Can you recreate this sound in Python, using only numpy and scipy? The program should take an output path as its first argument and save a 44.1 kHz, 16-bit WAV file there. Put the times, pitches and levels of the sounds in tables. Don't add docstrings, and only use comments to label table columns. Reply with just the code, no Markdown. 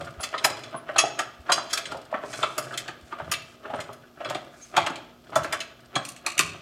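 import sys
import numpy as np
from scipy import signal
from scipy.fft import rfft, irfft
from scipy.io import wavfile
from scipy.ndimage import uniform_filter1d

SR = 44100
rng = np.random.default_rng(int(sys.argv[2]) if len(sys.argv) > 2 else 0)


def wav_out(sig):
    wavfile.write(sys.argv[1], SR, np.round(np.clip(np.atleast_2d(sig).T, -1, 1) * 32767).astype(np.int16))


N = 291670
TIME = np.arange(N) / SR
AGE = TIME[:SR // 3]


def gain_of(db):
    return 10 ** (np.asarray(db) / 20)


def evened(x):
    return x / np.sqrt(np.mean(x ** 2) + 1e-20)


def unit(x):
    return x / np.linalg.norm(x)


def read(points, hz):
    table_hz, value = np.transpose(points)
    return np.interp(np.log(hz + 1), np.log(table_hz + 1), value)


def filtered(x, spectrum):
    gain = gain_of(read(spectrum, np.fft.rfftfreq(N, 1 / SR)))
    return irfft(rfft(x) * gain, N)


def add(mix, start, sound):
    part = mix[max(round(start * SR), 0):][:len(sound)]
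    part += sound[:len(part)]


def slips(colour, grain_db, per_s):
    sizes = gain_of(grain_db * np.minimum(rng.exponential(1, N), 4))
    happens = rng.random(N) < per_s / SR
    return evened(filtered(rng.standard_normal(N) * sizes * happens, colour))


SCATTER_DB = 2.5


def ring(modes, detune):
    hz, db, t60 = np.transpose(modes)[:, :, None]
    weight, shift, turn = rng.standard_normal((3, len(modes), 1))
    waves = np.sin(2 * np.pi * (hz * (1 + detune * shift) * AGE + turn))
    level_db = db + SCATTER_DB * weight - 60 * AGE / t60
    return unit((gain_of(level_db) * waves).sum(0))


def as_modes(resonances):
    return [(hz, db + 20 * np.log10(width), np.log(1000) / np.pi / width)
            for hz, width, db in resonances]


def clatter(t60, soft_hz):
    pole = np.exp(-2 * np.pi * soft_hz / SR)
    dense = signal.lfilter([1], [1, -pole], rng.standard_normal(len(AGE)))
    return unit(dense * np.exp(-np.log(1000) * AGE / t60))


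def crack(soft_hz):
    return unit(np.exp(-2 * np.pi * soft_hz * AGE))


REBOUNDS_PER_S = 260
REBOUND_SOFT_HZ = 4860


def contact(swell, settle, grain_db, seat_db, rebound_db):
    rise = np.minimum(AGE / swell, 1)
    since = np.maximum(AGE - swell, 0)
    sizes = gain_of(grain_db * np.minimum(rng.exponential(1, len(AGE)), 4))
    chatter = rise * np.exp(-since / settle) * sizes * rng.standard_normal(len(AGE))
    seat = signal.unit_impulse(len(AGE), round(swell * SR))
    rebounds = rng.standard_normal(len(AGE)) * (rng.random(len(AGE)) < REBOUNDS_PER_S / SR)
    rebounds *= (since > 0) * np.exp(-since / 0.046)
    pole = np.exp(-2 * np.pi * REBOUND_SOFT_HZ / SR)
    rebounds = signal.lfilter([1], [1, -pole], rebounds)
    return unit(chatter) + gain_of(seat_db) * seat + gain_of(rebound_db) * unit(rebounds)


BLOW_S = 0.03


def evened_start(x):
    return x / np.sqrt(np.mean(x[:round(BLOW_S * SR)] ** 2) + 1e-20)


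def blow(force, body, edges, levels_db):
    sound = signal.fftconvolve(force, body)[:len(AGE)]
    out = 0
    for low_hz, high_hz, db in zip(edges, edges[1:], levels_db):
        band = signal.butter(3, (low_hz, high_hz), "band", fs=SR, output="sos")
        out = out + gain_of(db) * evened_start(signal.sosfilt(band, sound))
    return out


def rattle(body, edges, per_s):
    taps = rng.uniform(-1.53, 1, N) * (rng.random(N) < per_s / SR)
    force = contact(0.0012, settle=0.0053, grain_db=-1, seat_db=-6, rebound_db=-18)
    return evened(signal.oaconvolve(taps, blow(force, body, edges, [0]))[:N])


# frequency in Hz, relative level in dB per Hz.
AIR_COLOUR = [(20, -31), (60, -1.5), (120, -10.5), (240, -4), (480, -10), (650, -7.5), (1000, -19.5),
              (1250, -11.5), (1900, -22.5), (3200, -21), (6000, -26), (9000, -36.5), (13000, -24),
              (16000, -21.5)]
AIR_DB = -57.5
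# frequency in Hz, level in dB.
HUM_TONES = [(120.5, -69.5), (241, -62), (361, -68.5)]


def background():
    air = gain_of(AIR_DB) * evened(filtered(rng.standard_normal(N), AIR_COLOUR))
    hum = sum(gain_of(db) * evened(np.sin(2 * np.pi * (hz * TIME + rng.random())))
              for hz, db in HUM_TONES)
    return air + hum


# hardest push in seconds, effort in dB, extra weight passed to the trailer floor in dB.
CRANK_TURNS = [(0.02, -0.5, 11), (0.47, 7.5, -5), (1.05, -3.5, 1), (1.56, 2, -10), (1.88, 0, 3),
               (2.35, 1.5, -2), (2.7, 2, -10), (3.27, -6.5, 16), (3.77, -3, 11.5), (4.3, -0.5, -16),
               (4.84, -3, 4.5), (5.4, -2, 12), (5.98, -26, -3.5), (6.46, -10, 20)]
PUSH_RISE_DB_PER_S, PUSH_FALL_DB_PER_S = 151, 85
COAST_DB = -17


def effort():
    screw = floor = gain_of(COAST_DB) ** 2
    for s, db, weight_db in CRANK_TURNS:
        away_db = np.maximum((s - TIME) * PUSH_RISE_DB_PER_S, (TIME - s) * PUSH_FALL_DB_PER_S)
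        screw = screw + gain_of(db - away_db) ** 2
        floor = floor + gain_of(db + weight_db - away_db) ** 2
    return np.sqrt(screw), np.sqrt(floor)


# frequency in Hz, relative level in dB per Hz.
SCREW_COLOUR = [(60, -24), (130, 10), (190, -9.5), (330, 7.5), (480, 2), (650, 6.5), (900, -15), (1250, 5),
                (1900, -26), (4000, -42.5), (7000, -55.5), (14000, -60)]
GRIND_DB = -44.5


def grind(load):
    return gain_of(GRIND_DB) * load * slips(SCREW_COLOUR, grain_db=5.5, per_s=650)


# frequency in Hz, relative level in dB per Hz.
FLOOR_COLOUR = [(25, -32), (50, -33), (72, 2.5), (100, 5), (130, 3), (165, 7), (200, -8.5), (500, -46)]
RUMBLE_DB = -54


def rumble(weight):
    return gain_of(RUMBLE_DB) * weight * slips(FLOOR_COLOUR, grain_db=2.5, per_s=140)


# frequency in Hz, width in Hz, relative level in dB.
FRAME_RESONANCES = [(128, 30, -8), (160, 25, -11), (240, 20, -17), (315, 60, -3), (385, 70, -9),
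                    (605, 75, -3), (655, 120, 0), (780, 100, -13), (1070, 140, -11), (1215, 100, -2),
                    (1330, 190, -4), (1540, 240, -9)]
CREAK_DB, CREAKS_PER_S = -47.5, 30


def creaks():
    body = ring(as_modes(FRAME_RESONANCES), detune=0.034) + clatter(t60=0.03, soft_hz=1190)
    return gain_of(CREAK_DB) * rattle(body, (300, 2200), CREAKS_PER_S)


# frequency in Hz, width in Hz, relative level in dB.
ARM_RESONANCES = [(2097, 67, 8.5), (2327, 88, 10), (2623, 30, 14), (3189, 230, 11), (3450, 50, 10.5),
                  (4130, 95, 3), (5056, 90, 4), (6540, 160, 2), (6936, 76, 9.5), (7720, 160, 2),
                  (9100, 90, -5), (8400, 43, 2), (9000, 13, -22), (10700, 23, -9), (11900, 92, -3.5)]
RATTLE_DB, RATTLES_PER_S = -51.5, 35


def rattles():
    body = ring(as_modes(ARM_RESONANCES), detune=0.0055) + 1.4 * clatter(t60=0.05, soft_hz=1200)
    return gain_of(RATTLE_DB) * rattle(body, (1100, 6000), RATTLES_PER_S)


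TICK_DB, TICKS_PER_S = -56.5, 12


def ticks():
    return gain_of(TICK_DB) * rattle(clatter(t60=0.03, soft_hz=4950), (2500, 14000), TICKS_PER_S)


# strongest moment in seconds, level in dB before the hall, half length in seconds.
HAND_SLIDES = [(2.369, -45, 0.089), (2.54, -55.5, 0.069), (3.08, -62.5, 0.045), (3.51, -62.5, 0.039),
               (4.642, -56.5, 0.085), (6.083, -48, 0.035)]
# frequency in Hz, relative level in dB per Hz.
PALM_COLOUR = [(880, -43.5), (1500, -19.5), (1810, -7.5), (2300, 4.5), (2910, -7), (4920, -0.5), (7920, -2),
               (16000, -23)]
GRIP_DB = -57


def palm(load):
    slides = sum(gain_of(db) * np.exp(-((TIME - s) / half) ** 2) for s, db, half in HAND_SLIDES)
    grip = gain_of(GRIP_DB) * load
    return (grip + slides) * slips(PALM_COLOUR, grain_db=-2.5, per_s=6400)


# start in seconds, level in dB before the trims and the hall,
# boom and clank in dB relative to that level, swell in seconds.
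FRAME_KNOCKS = [(0.005, -34.5, -15, -9.5, .0057), (0.069, -52.5, -14, 9, .0025),
                (0.197, -38.5, -12.5, -5, 0.0021), (0.229, -42, -10, 3, 0.0081),
                (0.338, -34, -15, 6, .0031), (0.442, -24, -27, 0.5, 0.0073),
                (0.742, -33.5, -8, -4.5, 0.00084), (0.887, -30.5, -22, -5, 0.0048),
                (0.955, -27, -20, -2, 0.0053), (0.985, -30.5, -24, 7.5, .0044),
                (1.035, -21.5, -17, -20.5, 0.0018), (1.187, -29.5, -21, 3.5, 0.0059),
                (1.488, -24, -15, 1, 0.0071), (1.511, -27.5, -24, 1, 0.0088),
                (1.573, -28.5, -11, -2.5, .006), (1.732, -49.5, -11, 17, 0.00117),
                (1.772, -49.5, -10, 15, 0.00183), (1.918, -37, -7, 0, 0.0017),
                (1.942, -33, -36, -26, .0062), (2.123, -27.5, -29, -25, 0.0041),
                (2.137, -30.5, -8, 3, 0.0055), (2.235, -34.5, -7, -12, 0.0012),
                (2.33, -44, -4, -9, 0.00256), (2.426, -27, -11, 4.5, 0.0083), (2.58, -28.5, -7, -1, .003),
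                (2.729, -48.5, -10, 11, .0041), (2.882, -39.5, -4, 4.5, .0034),
                (3.121, -42, -3.5, 7.5, .0045), (3.199, -32.5, -21, -6, 0.0013),
                (3.316, -48, -9, 16.5, 0.0019), (3.643, -39.5, -1.5, 0.5, 0.012),
                (3.699, -35.5, -25, -12, 0.0036), (3.728, -30.5, -5.5, -5.5, 0.0097),
                (3.79, -36, -12, -1.5, 0.0018), (3.889, -40.5, -1, -30, 0.0022),
                (4.201, -34.5, -25, -19, 0.0098), (4.25, -33, -19, -2, 0.0061),
                (4.299, -29.5, -13, -8, 0.0075), (4.347, -31, -8.5, -7, .004), (4.739, -38, -12, -7, 0.013),
                (4.763, -29, -21, 6, .006), (4.776, -17, -15.5, -7, 0.002),
                (4.864, -31.5, -14, 1.5, 0.0086), (4.897, -35.5, 0, -4, 0.0063),
                (5.315, -38, -11, -1.5, 0.018), (5.358, -17.5, -13, -4, 0.0015),
                (5.445, -33, -1, 0, 0.00043), (5.528, -32, -19, 4.5, .0013), (5.945, -28.5, -11, -22, .016),
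                (5.96, -34, -3, 8, .0029), (6.265, -52.5, -11, 20.5, .0029),
                (6.392, -35.5, 4, 9.5, 0.00095), (6.542, -46, -8, -15, .0037)]
# frequency in Hz, relative level in dB per Hz.
JOINT_COLOUR = [(100, -27.5), (200, -24), (330, 2.5), (490, -9), (650, 9.5), (900, -11), (1280, 2.5),
                (1800, -10), (3000, -9.5), (5000, -27.5), (14000, -45)]


def joints():
    power = np.zeros(N)
    for s, db, boom_db, clank_db, swell in FRAME_KNOCKS:
        since = TIME - s - swell
        shape = np.exp(np.minimum(since / 0.0085, -since / 0.016))
        power += (gain_of(db) + gain_of(db + clank_db)) * shape
    return gain_of(-24.5) * np.sqrt(power) * slips(JOINT_COLOUR, grain_db=2.0, per_s=900)


FRAME_REGISTERS = (110, 480, 950, 2200)


def frame():
    out = np.zeros(N)
    for s, db, boom_db, clank_db, swell in FRAME_KNOCKS:
        body = ring(as_modes(FRAME_RESONANCES), detune=0.011)
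        body += 0.017 * clatter(t60=0.067, soft_hz=1210) + 0.063 * crack(soft_hz=1500)
        force = contact(swell, settle=0.0047, grain_db=3, seat_db=-4.0, rebound_db=-18.5)
        add(out, s, blow(force, body, FRAME_REGISTERS, (db + boom_db, db, db + clank_db)))
    return gain_of(-2.5) * out


HOLLOW_HZ, HOLLOW_Q, HOLLOW_SHARE = 494, 4.8, 0.52


def hollowed(x):
    b, a = signal.iirpeak(HOLLOW_HZ, HOLLOW_Q, fs=SR)
    return x - HOLLOW_SHARE * signal.lfilter(b, a, x)


FIZZ_DB, FREE_FIZZ_DB = -5, -11.5


def steel_levels(db, bright_db, free=0):
    return db, db + bright_db, db + 2 * bright_db + FIZZ_DB + free * FREE_FIZZ_DB


# start in seconds, level in dB before the trim and
# the hall, brightness in dB per register, swell in seconds, how far the rod rings free from 0 to 1.
CRANK_CHATTER = [(0.011, -50.5, -10, 0.0018, 0), (0.206, -50, 2.5, 0.0011, .3),
                 (0.226, -33.5, -0.5, 0.012, .2), (0.338, -44, -15, .003, .9),
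                 (0.378, -35.5, -10, .001, 0.7), (0.44, -23, 1.5, 0.0069, 0.2),
                 (0.634, -44.5, -5.5, 0.00078, 0.7), (0.961, -35.5, -12, .0022, 0.1),
                 (0.979, -19.5, 1, 0.0067, 0.88), (1.189, -33, -1, 0.0017, 0.43),
                 (1.492, -38, -8, 0.0093, 0.3), (1.517, -23.5, 2, 0.0044, 1), (1.69, -41, -3.5, 0.022, 0.4),
                 (1.728, -31, 4.5, 0.0036, 0.8), (1.772, -32, -2.5, 0.0045, 0),
                 (1.854, -37, -7.5, .0012, 0.83), (1.915, -49, -4.5, 0.0015, 0.2),
                 (2.14, -51, -31, 0.0014, 0.1), (2.328, -42, -2, 0.0034, 0.9),
                 (2.427, -28.5, -12, .001, .3), (2.579, -38.5, 5, 0.0012, 0.13),
                 (2.727, -42.5, -8, 0.014, 0), (2.775, -32.5, -1.5, 0.00052, 0.1),
                 (2.878, -42, -6, .0022, .1), (3.122, -50, -14, 0.0032, 0.1), (3.313, -30.5, 2, 0.0036, 0),
                 (3.335, -31.5, -15, 0.0025, 0), (3.8, -41, -3.5, 0.0036, 0.1),
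                 (3.929, -61, 5, 0.0016, 0.1), (4.246, -39, -12.5, .0005, 1),
                 (4.298, -41, -2, 0.00031, 0.1), (4.346, -37, -10, .0015, 0.06),
                 (4.764, -26.5, -5, 0.0037, 0.16), (4.775, -28, -14.5, 0.0013, 0),
                 (4.862, -31, -7.5, .0017, 0.1), (4.897, -46, -6, .001, .1),
                 (4.956, -42.5, -7, .0013, 0.23), (5.355, -33.5, 1, 0.0018, 0.26),
                 (5.431, -50, 3, 0.0024, 0.3), (5.444, -42.5, -5, .0008, .1), (5.524, -33, -1.5, 0.0017, 0),
                 (5.602, -34, -5, 0.0022, .3), (5.953, -28.5, -5.5, 0.0029, 0.6)]
# frequency in Hz, relative level in dB, seconds to die by 60 dB.
ROD_MODES = [(2640, -3, .06), (3316, -1, .11), (3415, -2, .1), (4016, -2, .08), (4091, -2, .09),
             (4743, -3, .1), (4950, -2, .06), (5529, -3, .11), (6360, 5, .05), (6560, 2, .04),
             (7224, 0, .06), (8105, -3, .09), (10010, -1, .05), (11435, -7, .1)]
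STEEL_REGISTERS = (1800, 4500, 9000, 16000)


def crank():
    out = np.zeros(N)
    for s, db, bright_db, swell, free in CRANK_CHATTER:
        arms = ring(as_modes(ARM_RESONANCES), detune=0.0081)
        arms += 1.1 * crack(soft_hz=2370) + clatter(t60=0.079, soft_hz=2480)
        body = (1 - 0.098 * free) * arms + 1.6 * free * ring(ROD_MODES, detune=0.00085)
        force = contact(swell, settle=0.008, grain_db=3.0, seat_db=-24.5, rebound_db=-13)
        add(out, s, blow(force, body, STEEL_REGISTERS, steel_levels(db, bright_db, free)))
    return gain_of(0.25) * out


# start in seconds, level in dB.
LOW_BUMPS = [(0.171, -45), (1.385, -50.5), (3.019, -54)]


def bumps():
    out = np.zeros(N)
    t = AGE[:SR // 16]
    swell = t * np.exp(-t / 0.0081) * np.hanning(len(t))
    for s, db in LOW_BUMPS:
        add(out, s, gain_of(db) * evened(np.sin(2 * np.pi * 72 * t) * swell))
    return out


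# start in seconds, pitch in Hz, level in dB before the hall, length in seconds.
PIVOT_CHIRPS = [(0.194, 10050, -43.5, 0.053), (0.754, 10000, -48.5, 0.046), (3.754, 8950, -57, 0.013),
                (4.607, 6420, -48.5, 0.055)]
CHIRP_WAVER = 0.022


def chirps():
    out = np.zeros(N)
    for s, hz, db, length in PIVOT_CHIRPS:
        n = round(length * SR)
        waver = evened(uniform_filter1d(rng.standard_normal(SR), size=60))[:n]
        tone = np.sin(2 * np.pi * np.cumsum(hz * (1 + CHIRP_WAVER * waver)) / SR)
        add(out, s, gain_of(db) * evened(tone * np.hanning(n)))
    return out


# start in seconds, level in dB before the trim and the hall,
# brightness in dB per register, swell in seconds.
NUT_HITS = [(6.05, -45, 1.5, .0013), (6.081, -47.5, 3.5, 0.0085), (6.161, -53, -1, .0022),
            (6.2626, -30, -2.5, .0014), (6.318, -45, -5, 0.00051), (6.375, -31, -2, 0.005),
            (6.391, -22.5, -1.5, 0.0011), (6.453, -51, -1, 0.012)]
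# frequency in Hz, width in Hz, relative level in dB.
SOCKET_RESONANCES = [(1950, 170, -6), (2320, 130, -3), (2550, 105, 2), (2790, 115, 0), (3800, 200, -10),
                     (4330, 120, -8), (6000, 170, -5), (6600, 220, -9), (7280, 140, -4), (7900, 200, -11),
                     (8330, 140, -8), (9250, 150, -11), (9650, 150, -12), (10400, 160, -14),
                     (12500, 900, -21)]


def socket():
    out = np.zeros(N)
    for s, db, bright_db, swell in NUT_HITS:
        body = ring(as_modes(SOCKET_RESONANCES), detune=0.002)
        body += 0.3 * crack(soft_hz=2500) + 0.45 * clatter(t60=0.1, soft_hz=2500)
        force = contact(swell, settle=0.0091, grain_db=2.5, seat_db=1, rebound_db=-6.5)
        add(out, s, blow(force, body, STEEL_REGISTERS, steel_levels(db, bright_db)))
    return gain_of(1.5) * out


# frequency in Hz, seconds to die by 60 dB.
HALL_DECAY = [(150, 0.88), (600, 0.62), (1400, 0.49), (3500, 0.68), (7000, 0.39), (10000, 0.21),
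              (15000, 0.039)]


def echoes(early_db, tail_db):
    t = TIME[:SR]
    taps = rng.choice([-1., 1.], SR) * (rng.random(SR) < 4000 / SR)
    early = unit(taps * (t > 0.004) * np.exp(-t / 0.014))
    hz, at, bands = signal.stft(rng.standard_normal(SR), SR, nperseg=256)
    decay = gain_of(-60 * at / read(HALL_DECAY, hz)[:, None])
    tail = signal.istft(bands * decay, SR, nperseg=256)[1][:SR]
    tail = unit(tail * (1 - np.exp(-t / 0.0012)))
    return gain_of(early_db) * early + gain_of(tail_db) * tail


def hall(x, early_db, tail_db, count=3):
    out = x
    for k in range(count):
        share = np.sqrt(2 / count) * np.cos(np.pi * (TIME / 0.8 + k / count))
        out = out + signal.fftconvolve(x * share, echoes(early_db, tail_db))[:N]
    return out


def scene():
    load, weight = effort()
    low = hollowed(frame() + load * creaks()) + joints() + grind(load)
    high = crank() + socket() + chirps() + palm(load) + load * (rattles() + ticks())
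    low = hall(low, early_db=-3.5, tail_db=-10.0)
    high = hall(high, early_db=-20.5, tail_db=-15.5)
    return (low + high + rumble(weight) + bumps() + background())[None]


# frequency in Hz, level in dB.
MIC_RESPONSE = [(10000, 0), (12500, -4), (14500, -8), (16000, -14)]
EDGE_HZ = 16100


def record(dry):
    mic = filtered(dry, MIC_RESPONSE)
    limit = signal.firwin(511, EDGE_HZ, window=("kaiser", 9), fs=SR)
    return signal.oaconvolve(mic, limit[None], "same")


dry = scene()
out = record(dry)
wav_out(out)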